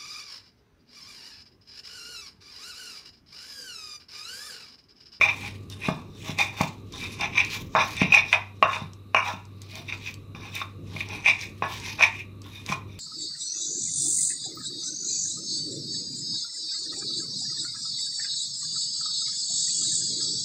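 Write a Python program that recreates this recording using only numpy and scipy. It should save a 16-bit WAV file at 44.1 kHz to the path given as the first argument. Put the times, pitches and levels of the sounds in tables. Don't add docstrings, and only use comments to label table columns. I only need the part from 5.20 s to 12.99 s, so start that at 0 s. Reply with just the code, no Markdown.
import sys
import numpy as np
from scipy import signal
from scipy.fft import rfft, irfft, next_fast_len
from scipy.io import wavfile

SR = 44100
rng = np.random.default_rng(int(sys.argv[2]) if len(sys.argv) > 2 else 0)


def master_out(mix):
    frames = np.transpose(np.atleast_2d(mix))
    ceiling = np.clip(frames, -1, 1)
    pcm = np.round(ceiling * 32767).astype(np.int16)
    wavfile.write(sys.argv[1], SR, pcm)


N = 343539

# frequency in Hz, relative level in dB, time to fall 60 dB in seconds.
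LOW_RING_MODES = [(640, -18, 0.03), (728, -11.5, 0.027), (817, -6, 0.026), (898, -9, 0.056),
                  (974, -10.5, 0.045), (1089, -3.5, 0.086), (1091, 6.5, 0.018), (1185, 0, 0.013),
                  (1302, -19, 0.094), (1374, -15, 0.051), (1482, -10, 0.028), (1718, -14.5, 0.075),
                  (1962, -12, 0.012)]
MAIN_RING_MODES = [(1846, -10, 0.01), (2163, -10.5, 0.056), (2268, -1.5, 0.021), (2382.5, 2, 0.024),
                   (2442.3, 7, 0.029), (2467.5, 10.5, 0.016), (2703, -12, 0.017), (2713, -17, 0.076),
                   (2850, -16.5, 0.04)]
UPPER_RING_MODES = [(3120, -10, .01), (3508, 3.5, 0.012), (3602, 4, 0.027), (3788, 1.5, 0.015),
                    (4120, -4.5, 0.012), (4680, -5.5, 0.0094), (5350, 2.5, 0.0051), (5865, -3.5, 0.017)]
MAIN_RING_OVERTONES = [(5464, -3.5, 0.011), (6160, -5.5, 0.02), (8620, -18, 0.017), (11700, -21.5, 0.0074)]


def mortar():
    _, low_blow, main_blow, upper_blow = np.transpose(PESTLE_BLOWS)
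    low, main, upper, _, low_lean, main_lean = np.transpose(GRINDING_STROKES)[3:]
    low_db, low_tilt = stroking(low, lean=low_lean)
    main_db, main_tilt = stroking(main, lean=main_lean)
    upper_db, _ = stroking(upper, lingers=UPPER_LINGERS)
    low_ring = family(LOW_RING_MODES, low_db, low_blow - 17, low_tilt, np.minimum, hard=True)
    main_ring = family(MAIN_RING_MODES, main_db, main_blow - 13, main_tilt, np.maximum, hard=False)
    upper_ring = family(UPPER_RING_MODES, upper_db, upper_blow - 13, 0, np.maximum, hard=False)
    overtones = family(MAIN_RING_OVERTONES, main_db - 26, main_blow - 34, 0, np.maximum, hard=False)
    return low_ring + main_ring + upper_ring + overtones


# start in seconds, then the relative strength in dB
PESTLE_BLOWS = [(0.012, -9.5, 4, -27), (0.686, -4.5, -15, -27), (1.188, -24, -4.5, -14),
                (1.209, -25, -3, -37), (1.41, -11, -18, -36), (2.011, -26.5, -9, -29.5),
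                (2.165, -32, -21, -36), (2.18, -24.5, -3, -36), (2.551, -2.5, -10, -44),
                (2.591, -22, -11, -24), (2.606, -15, 0.5, -40), (2.807, -44, -13, -19),
                (2.818, -5, -23, -35), (2.922, -20, 2.5, -36), (2.942, -22, 9, -27), (2.972, -22, 4, -30),
                (3.129, -24, 1, -32), (3.426, 6, -5, -23.5), (3.53, -22.5, -10.5, -34),
                (3.946, 0.5, 0, -24), (4.724, -29.5, -18, -34.5), (5.149, -34, -26, -36.5),
                (5.349, -38, -26.5, -27), (5.416, -16, -26.5, -27), (5.762, -30, -15.5, -27),
                (5.806, -35, -10.5, -28), (6.06, -23, 0, -35), (6.084, -19, 0.5, -38),
                (6.423, -4.5, -20, -35), (6.793, -28.5, -26, -34), (6.809, -14, -3.5, -39),
                (6.822, -15, 8.5, -32), (6.835, -24.5, 5.5, -35.5), (7.49, -41, -16.5, -20),
                (7.523, -15, -12, -13.5)]
GRIT_PER_S = 900
CHATTER, CHATTER_T60_S = 0.19, 0.012


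def family(modes, grind_db, blow_db, tilt, side, hard):
    hz, level_db, t60 = np.transpose(modes)
    energy = np.sum(from_db(level_db) ** 2 * t60) * SR / (4 * np.log(1000))
    grit = grains(GRIT_PER_S, spread_db=3.5, clump_db=1.5) * from_db(grind_db) / np.sqrt(energy)
    strengths = from_db(rng.normal(0, 1.5, (len(PESTLE_BLOWS), len(modes))))
    roughness = CHATTER * rng.standard_normal(N)
    octaves = side(np.log2(hz / hz[len(hz) // 2]), 0)
    out = np.zeros(N)
    for k in range(len(modes)):
        sign = (-1) ** k
        start = 1 if hard else sign
        blows = at_times(PESTLE_BLOWS, start * from_db(blow_db) * strengths[:, k])
        chatter = roughness * dying(blows, CHATTER_T60_S)
        mode_db = level_db[k] + tilt * octaves[k] + 2.2 * drift(6.5)
        force = (grit * sign + blows + chatter) * from_db(mode_db)
        out += ring(force, hz[k], t60[k])
    return signal.sosfilt(signal.butter(2, [0.8 * hz[0], 1.51 * hz[-1]], "band", fs=SR, output="sos"), out)


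GRINDING_STROKES = [(.016, 0.0083, 0.099, -26, -10, -26.5, -37.5, -15.5, -8.5),
                    (0.089, 0.043, 0.036, -29.5, -27, -34.5, -56, -14, -12),
                    (.25, 0.12, 0.078, -40, -30, -42.5, -38, -7.5, -16),
                    (0.504, 0.011, .1, -49.5, -66, -43.5, -51, 4, -6),
                    (.66, 0.053, 0.032, -36.5, -21, -35, -37.5, -5, 10),
                    (0.689, 0.012, 0.11, -33.5, -37, -40.5, -46, -13, 24),
                    (.96, 0.059, 0.054, -57, -69, -48.5, -60, -8, -6),
                    (1.1, 0.07, 0.043, -40, -29, -34.5, -35, -20.5, -3),
                    (1.198, 0.019, 0.07, -26, -9, -26, -33.5, -16.5, -39),
                    (1.415, 0.062, 0.061, -28, -26, -36, -34.5, -9, 18),
                    (1.73, .01, 0.2, -41.5, -50, -46.5, -46, 14, -7),
                    (1.829, .07, 0.057, -38.5, -30.5, -36, -42, 13.5, -5),
                    (1.93, 0.11, 0.089, -54, -40, -48, -40.5, 5, 0),
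                    (2.02, 0.036, 0.062, -26.5, -21, -33, -39.5, -14.5, 24),
                    (2.189, 0.052, 0.042, -27.5, -10, -29.5, -45, -3, -21),
                    (2.349, 0.1, 0.062, -36, -30, -41.5, -34.5, 8, -4),
                    (2.561, 0.0096, 0.05, -9, -27, -31.5, -47, -0.5, 35),
                    (2.609, 0.04, .06, -20.5, -16, -25.5, -55, -7, -9),
                    (2.709, 0.1, 0.052, -53, -37, -52, -33, -8, -5),
                    (2.814, 0.064, 0.078, -35, -16.5, -32, -41, -3, -4),
                    (2.943, 0.03, 0.061, -19.5, -5, -22.5, -35, -16.5, -26),
                    (3.09, 0.03, 0.1, -59, -37, -37, -42.5, -6, 0),
                    (3.134, .015, 0.04, -19, -14.5, -27.5, -43, -14.5, 6.5),
                    (3.433, 0.0064, 0.078, -13.5, -28, -41, -66, 37, 76),
                    (3.55, 0.077, 0.076, -27, -29.5, -36.5, -41, -3, 51),
                    (3.965, .015, 0.08, -15.5, -14.5, -44, -60.5, 43, 49),
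                    (4.085, 0.069, 0.064, -25, -26, -34.5, -39.5, -9.5, 19),
                    (4.42, .008, 0.035, -57, -57.5, -48.5, -54, -13, 0),
                    (4.58, 0.1, 0.067, -47.5, -35.5, -44.5, -41.5, -24.5, -3),
                    (4.693, 0.025, .03, -45.5, -24.5, -39, -44, -14, -1),
                    (4.729, 0.019, 0.03, -37.5, -32, -41, -40.5, -4, -3),
                    (4.88, 0.094, 0.054, -49.5, -32, -44.5, -39.5, -10, 0),
                    (5.155, .005, 0.15, -42, -48.5, -50, -51, 10, 59),
                    (5.24, .05, 0.099, -42.5, -37, -46, -48.5, 5, 34),
                    (5.361, 0.023, 0.063, -44, -31.5, -39, -34, 10, 0),
                    (5.42, 0.12, 0.013, -39, -30.5, -39, -48.5, 2, 3),
                    (5.67, .005, .08, -64, -50, -64, -59.5, 6, 0),
                    (5.715, .03, 0.077, -44.5, -65, -49, -53, 4, 0),
                    (5.81, 0.074, 0.043, -45, -33, -48, -36.5, -23, -3),
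                    (5.93, 0.073, 0.098, -38, -26.5, -40, -43, -16.5, 0),
                    (6.08, .035, 0.058, -34, -9.5, -27.5, -38, -14, -7),
                    (6.23, .07, 0.048, -50.5, -24.5, -37, -39, -17, 0),
                    (6.429, 0.0054, 0.096, -25.5, -34, -40.5, -60, -3.5, 52),
                    (6.54, 0.087, .07, -58, -31, -39, -37.5, 6, -19.5),
                    (6.68, 0.096, 0.095, -42, -27, -41, -37, -3, -18),
                    (6.8, 0.022, .04, -25, -21.5, -37.5, -42.5, -9.5, -10.5),
                    (6.828, 0.019, 0.041, -26, -5.5, -22, -31.5, -12, -7),
                    (7.0, 0.21, 0.033, -61, -33, -52, -46.5, -9, -5),
                    (7.25, .025, 0.065, -41.5, -56, -51, -46.5, 4, 6),
                    (7.37, 0.079, 0.08, -52.5, -39, -44.5, -47, -1, 1),
                    (7.513, 0.042, 0.04, -27.5, -21, -38, -33, 18, 8),
                    (7.7, 0.033, 0.3, -67, -49.5, -56.5, -62, -13, 10)]
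SWELL_DB = 20
UPPER_LINGERS, RUSTLE_LINGERS = 1.07, 1.59
ROUNDING = 0.15
TRAIL_DB, TRAIL_LINGERS = -17.5, 2.2


def stroking(level_db, lingers=1, lean=0):
    peak, rise, fall = np.transpose(GRINDING_STROKES)[:3, :, None]
    t = np.arange(0, N + 40, 40) / SR - peak
    away = np.where(t < 0, -t / rise, t / fall) / lingers
    away = np.hypot(away, ROUNDING) - ROUNDING
    trail_away = away / np.where(t < 0, 1, TRAIL_LINGERS)
    stroke_power = from_db(level_db[:, None] - SWELL_DB * away).T ** 2 + 1e-18
    trail_power = from_db(level_db[:, None] + TRAIL_DB - SWELL_DB * trail_away).T ** 2
    power = stroke_power + trail_power
    total = power.sum(axis=1)
    return per_sample(10 * np.log10(total)), per_sample((lean * power).sum(axis=1) / total)


# frequency in Hz, relative spectral level in dB.
RUSTLE_COLOUR = [(1500, 3.5), (3000, 10), (6500, 3.5), (8500, -5.5), (11000, -4.5), (14800, -12.5),
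                 (16000, 16)]
RUSTLE_PER_S = 2700


def paste_rustle():
    level_db, _ = stroking(np.transpose(GRINDING_STROKES)[6], lingers=RUSTLE_LINGERS)
    wet_grains = colour(grains(RUSTLE_PER_S, spread_db=1.0, clump_db=2.5), RUSTLE_COLOUR)
    return from_db(level_db) * rms_one(patchy(wet_grains, patch_db=3.5))


# start in seconds, relative body level in dB,
# relative treble level in dB.
SEED_SNAPS = [(0.021, -31, -44.5), (0.4998, -18.5, -37), (0.6868, -26, -59), (1.1864, -9, -46),
              (1.4141, -9.5, -21.5), (1.724, -24, -54), (2.0099, -12.5, -46), (2.164, -45, -47),
              (2.1804, -35, -49), (2.249, -13, -50), (2.301, -19, -53), (2.5528, -21, -47),
              (2.591, -48, -53), (2.7673, -16, -50), (2.821, -14.5, -62), (2.9203, -33, -40),
              (3.128, -34.5, -39.5), (3.424, -47, -44), (3.734, -28, -84), (3.9464, -20.5, -55.5),
              (4.253, -29.5, -77), (4.418, -18, -37.5), (4.555, -18, -57), (4.6907, -31, -56),
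              (4.9415, -20, -47), (5.3526, -34, -22.5), (5.807, -26, -47), (5.888, -21, -57),
              (6.0492, -42, -55), (6.083, -30, -48), (6.2126, -17, -53), (6.5999, -18.5, -52),
              (6.796, -24, -53), (6.8089, -33, -43), (7.2185, -25, -59.5), (7.463, -15, -49),
              (7.518, -21, -51)]


def seed_snaps():
    _, body_db, treble_db = np.transpose(SEED_SNAPS)
    body = bursts(body_db - 12, 3500, 6500, t60=0.011)
    treble = bursts(treble_db - 5, 6760, 16000, t60=0.0078)
    return body + treble


def bursts(level_db, low_hz, high_hz, t60):
    band = signal.butter(2, [low_hz, high_hz], "band", fs=SR, output="sos")
    noise = rms_one(signal.sosfilt(band, rng.standard_normal(N)))
    return dying(at_times(SEED_SNAPS, from_db(level_db)), t60) * noise


# start in seconds, relative level in dB, pitch in Hz.
FLOOR_THUMPS = [(0.685, -9.5, 174.6), (1.094, -18, 165), (1.408, -10, 170), (2.551, -23, 157),
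                (2.817, -6, 180.6), (3.422, -26.5, 189), (3.619, -22, 148), (3.945, -29.5, 187),
                (4.137, -28, 187), (5.148, -31, 172), (5.751, -24, 153), (6.422, -25, 146),
                (7.499, -18, 145)]
# ratio to the thump's pitch, relative level in dB, cycles to fall 60 dB.
FLOOR_MODES = [(1.0, -2.5, 12.2), (1.33, -6.5, 12.0), (2.098, -19.5, 12.0), (3.4, -18.5, 8.1)]
THUMP_CUT_HZ = 130


def thumps():
    rings = np.zeros(N)
    for ratio, level_db, cycles in FLOOR_MODES:
        rings += from_db(level_db) * short_rings(FLOOR_THUMPS, ratio, cycles)
    return -signal.sosfilt(signal.butter(2, THUMP_CUT_HZ, "high", fs=SR, output="sos"), rings)


def short_rings(rows, ratio, cycles):
    out = np.zeros(N)
    for s, level_db, pitch in rows:
        hz = ratio * pitch
        turns = np.arange(int(cycles / hz * SR)) / SR * hz
        sine = from_db(level_db - 60 * turns / cycles) * np.sin(2 * np.pi * turns)
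        start = int(s * SR)
        part = out[start:start + len(turns)]
        part += sine[:len(part)]
    return out


ROOM_T60_S, TREBLE_T60_S, WALL_CUT_HZ = 0.32, 0.091, 1200
ROOM_DB, ROOM_GAP_S = -2, 0.0038


def room(x):
    t = np.arange(SR // 2) / SR
    echoes = rng.standard_normal(len(t))
    dull = signal.sosfilt(signal.butter(1, WALL_CUT_HZ, fs=SR, output="sos"), echoes)
    bright = echoes - dull
    answer = dull * from_db(-60 * t / ROOM_T60_S) + bright * from_db(-60 * t / TREBLE_T60_S)
    answer *= (t > ROOM_GAP_S) / np.sqrt(SR * ROOM_T60_S / (2 * np.log(1000)))
    return signal.fftconvolve(x, answer)[:N]


HUM_HZ, HUM_DB = 98.6, -44


def hum():
    sine = np.sqrt(2) * np.sin(2 * np.pi * HUM_HZ * np.arange(N) / SR)
    return sine * from_db(HUM_DB + 1.6 * drift(3.0))


# frequency in Hz, relative spectral level in dB.
RUMBLE_COLOUR = [(15, -53.5), (25, -3.5), (48, -8), (104, 0), (151, -2), (412, -9), (700, -29), (910, -61),
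                 (1540, -120)]
# time in seconds, mean level in dB.
FLOOR_PRESSURE = [(0.0, -44), (.7, -43.5), (1.6, -42.5), (2.75, -40), (3.3, -47.5), (4.4, -50.5),
                  (4.7, -47), (5.9, -43.5), (6.6, -44.5), (7.79, -45)]


def rumble():
    s, pressed_db = np.transpose(FLOOR_PRESSURE)
    level_db = np.interp(np.arange(N) / SR, s, pressed_db) + 1.5 * drift(5)
    return rms_one(colour(rng.standard_normal(N), RUMBLE_COLOUR)) * from_db(level_db)


# frequency in Hz, relative spectral level in dB.
HISS_COLOUR = [(290, -48), (500, -14.5), (708, -23), (1050, -18), (1160, -6), (1340, -20.5), (1840, -29),
               (2770, -18.5), (3150, -34.5), (3920, -13), (4340, -36), (14900, -35.5), (16000, -37)]
HISS_DB = -60


def hiss():
    return rms_one(colour(rng.standard_normal(N), HISS_COLOUR)) * from_db(HISS_DB + 0.51 * drift(2.7))


WHISTLE_HZ, WHISTLE_T60_S, WHISTLE_DB = 4190, 0.021, -75


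def whistle():
    tone = rms_one(ring(rng.standard_normal(N), WHISTLE_HZ, WHISTLE_T60_S))
    return tone * from_db(WHISTLE_DB + 2.4 * drift(2.5))


def from_db(db):
    return 10 ** (np.asarray(db) / 20)


def rms_one(x):
    return x / np.sqrt(np.mean(x ** 2) + 1e-20)


def per_sample(slow):
    return np.interp(np.arange(N) / 40, np.arange(len(slow)), slow)


def drift(rate):
    r = np.exp(-2 * np.pi * rate * 40 / SR)
    noise = rng.standard_normal(N // 40 + 2002)
    slow = signal.lfilter([1], [1, -2 * r, r * r], noise)[2000:]
    return per_sample(rms_one(slow))


def ring(clicks, hz, t60):
    r, w = from_db(-60 / (t60 * SR)), 2 * np.pi * hz / SR
    return signal.lfilter([0, np.sin(w)], [1, -2 * r * np.cos(w), r * r], clicks + 1e-18)


def dying(clicks, t60):
    return signal.lfilter([1], [1, -from_db(-60 / (t60 * SR))], clicks + 1e-18)


def at_times(rows, values):
    train = np.zeros(N)
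    train[(np.array(rows)[:, 0] * SR).astype(int)] = values
    return train


def grains(per_s, spread_db, clump_db):
    sizes = from_db(spread_db * np.minimum(rng.exponential(1, N), 4)) * rng.choice([-1, 1], N)
    present = rng.random(N) < per_s / SR
    return rms_one(sizes * present * from_db(clump_db * drift(40)))


def colour(x, spectrum):
    size = next_fast_len(N)
    hz, level_db = np.transpose(spectrum)
    axis = np.log(np.arange(size // 2 + 1) * SR / size + 1)
    gain = from_db(np.interp(axis, np.log(hz), level_db))
    return irfft(rfft(x, size) * gain, size)[:N]


def patchy(x, patch_db):
    edges = np.geomspace(1500, 17000, num=11)
    out = np.zeros(N)
    for k, edge in enumerate(zip(edges, edges[1:])):
        band = signal.sosfilt(signal.butter(2, edge, "band", fs=SR, output="sos"), x)
        out += (-1) ** k * band * from_db(patch_db * drift(3.3))
    return out


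def scene():
    near = mortar() + paste_rustle() + seed_snaps() + thumps()
    background = hum() + rumble() + hiss() + whistle()
    return (near + from_db(ROOM_DB) * room(near) + background)[None]


MIC_CUT_HZ, CUTOFF_HZ = 35, 16200


def record(dry):
    thin = signal.sosfilt(signal.butter(2, MIC_CUT_HZ, "high", fs=SR, output="sos"), dry)
    rounded = 0.93 * np.tanh(thin / 1.111)
    return signal.sosfilt(signal.cheby2(12, 60, CUTOFF_HZ, fs=SR, output="sos"), rounded)


dry = scene()
out = record(dry)
master_out(out)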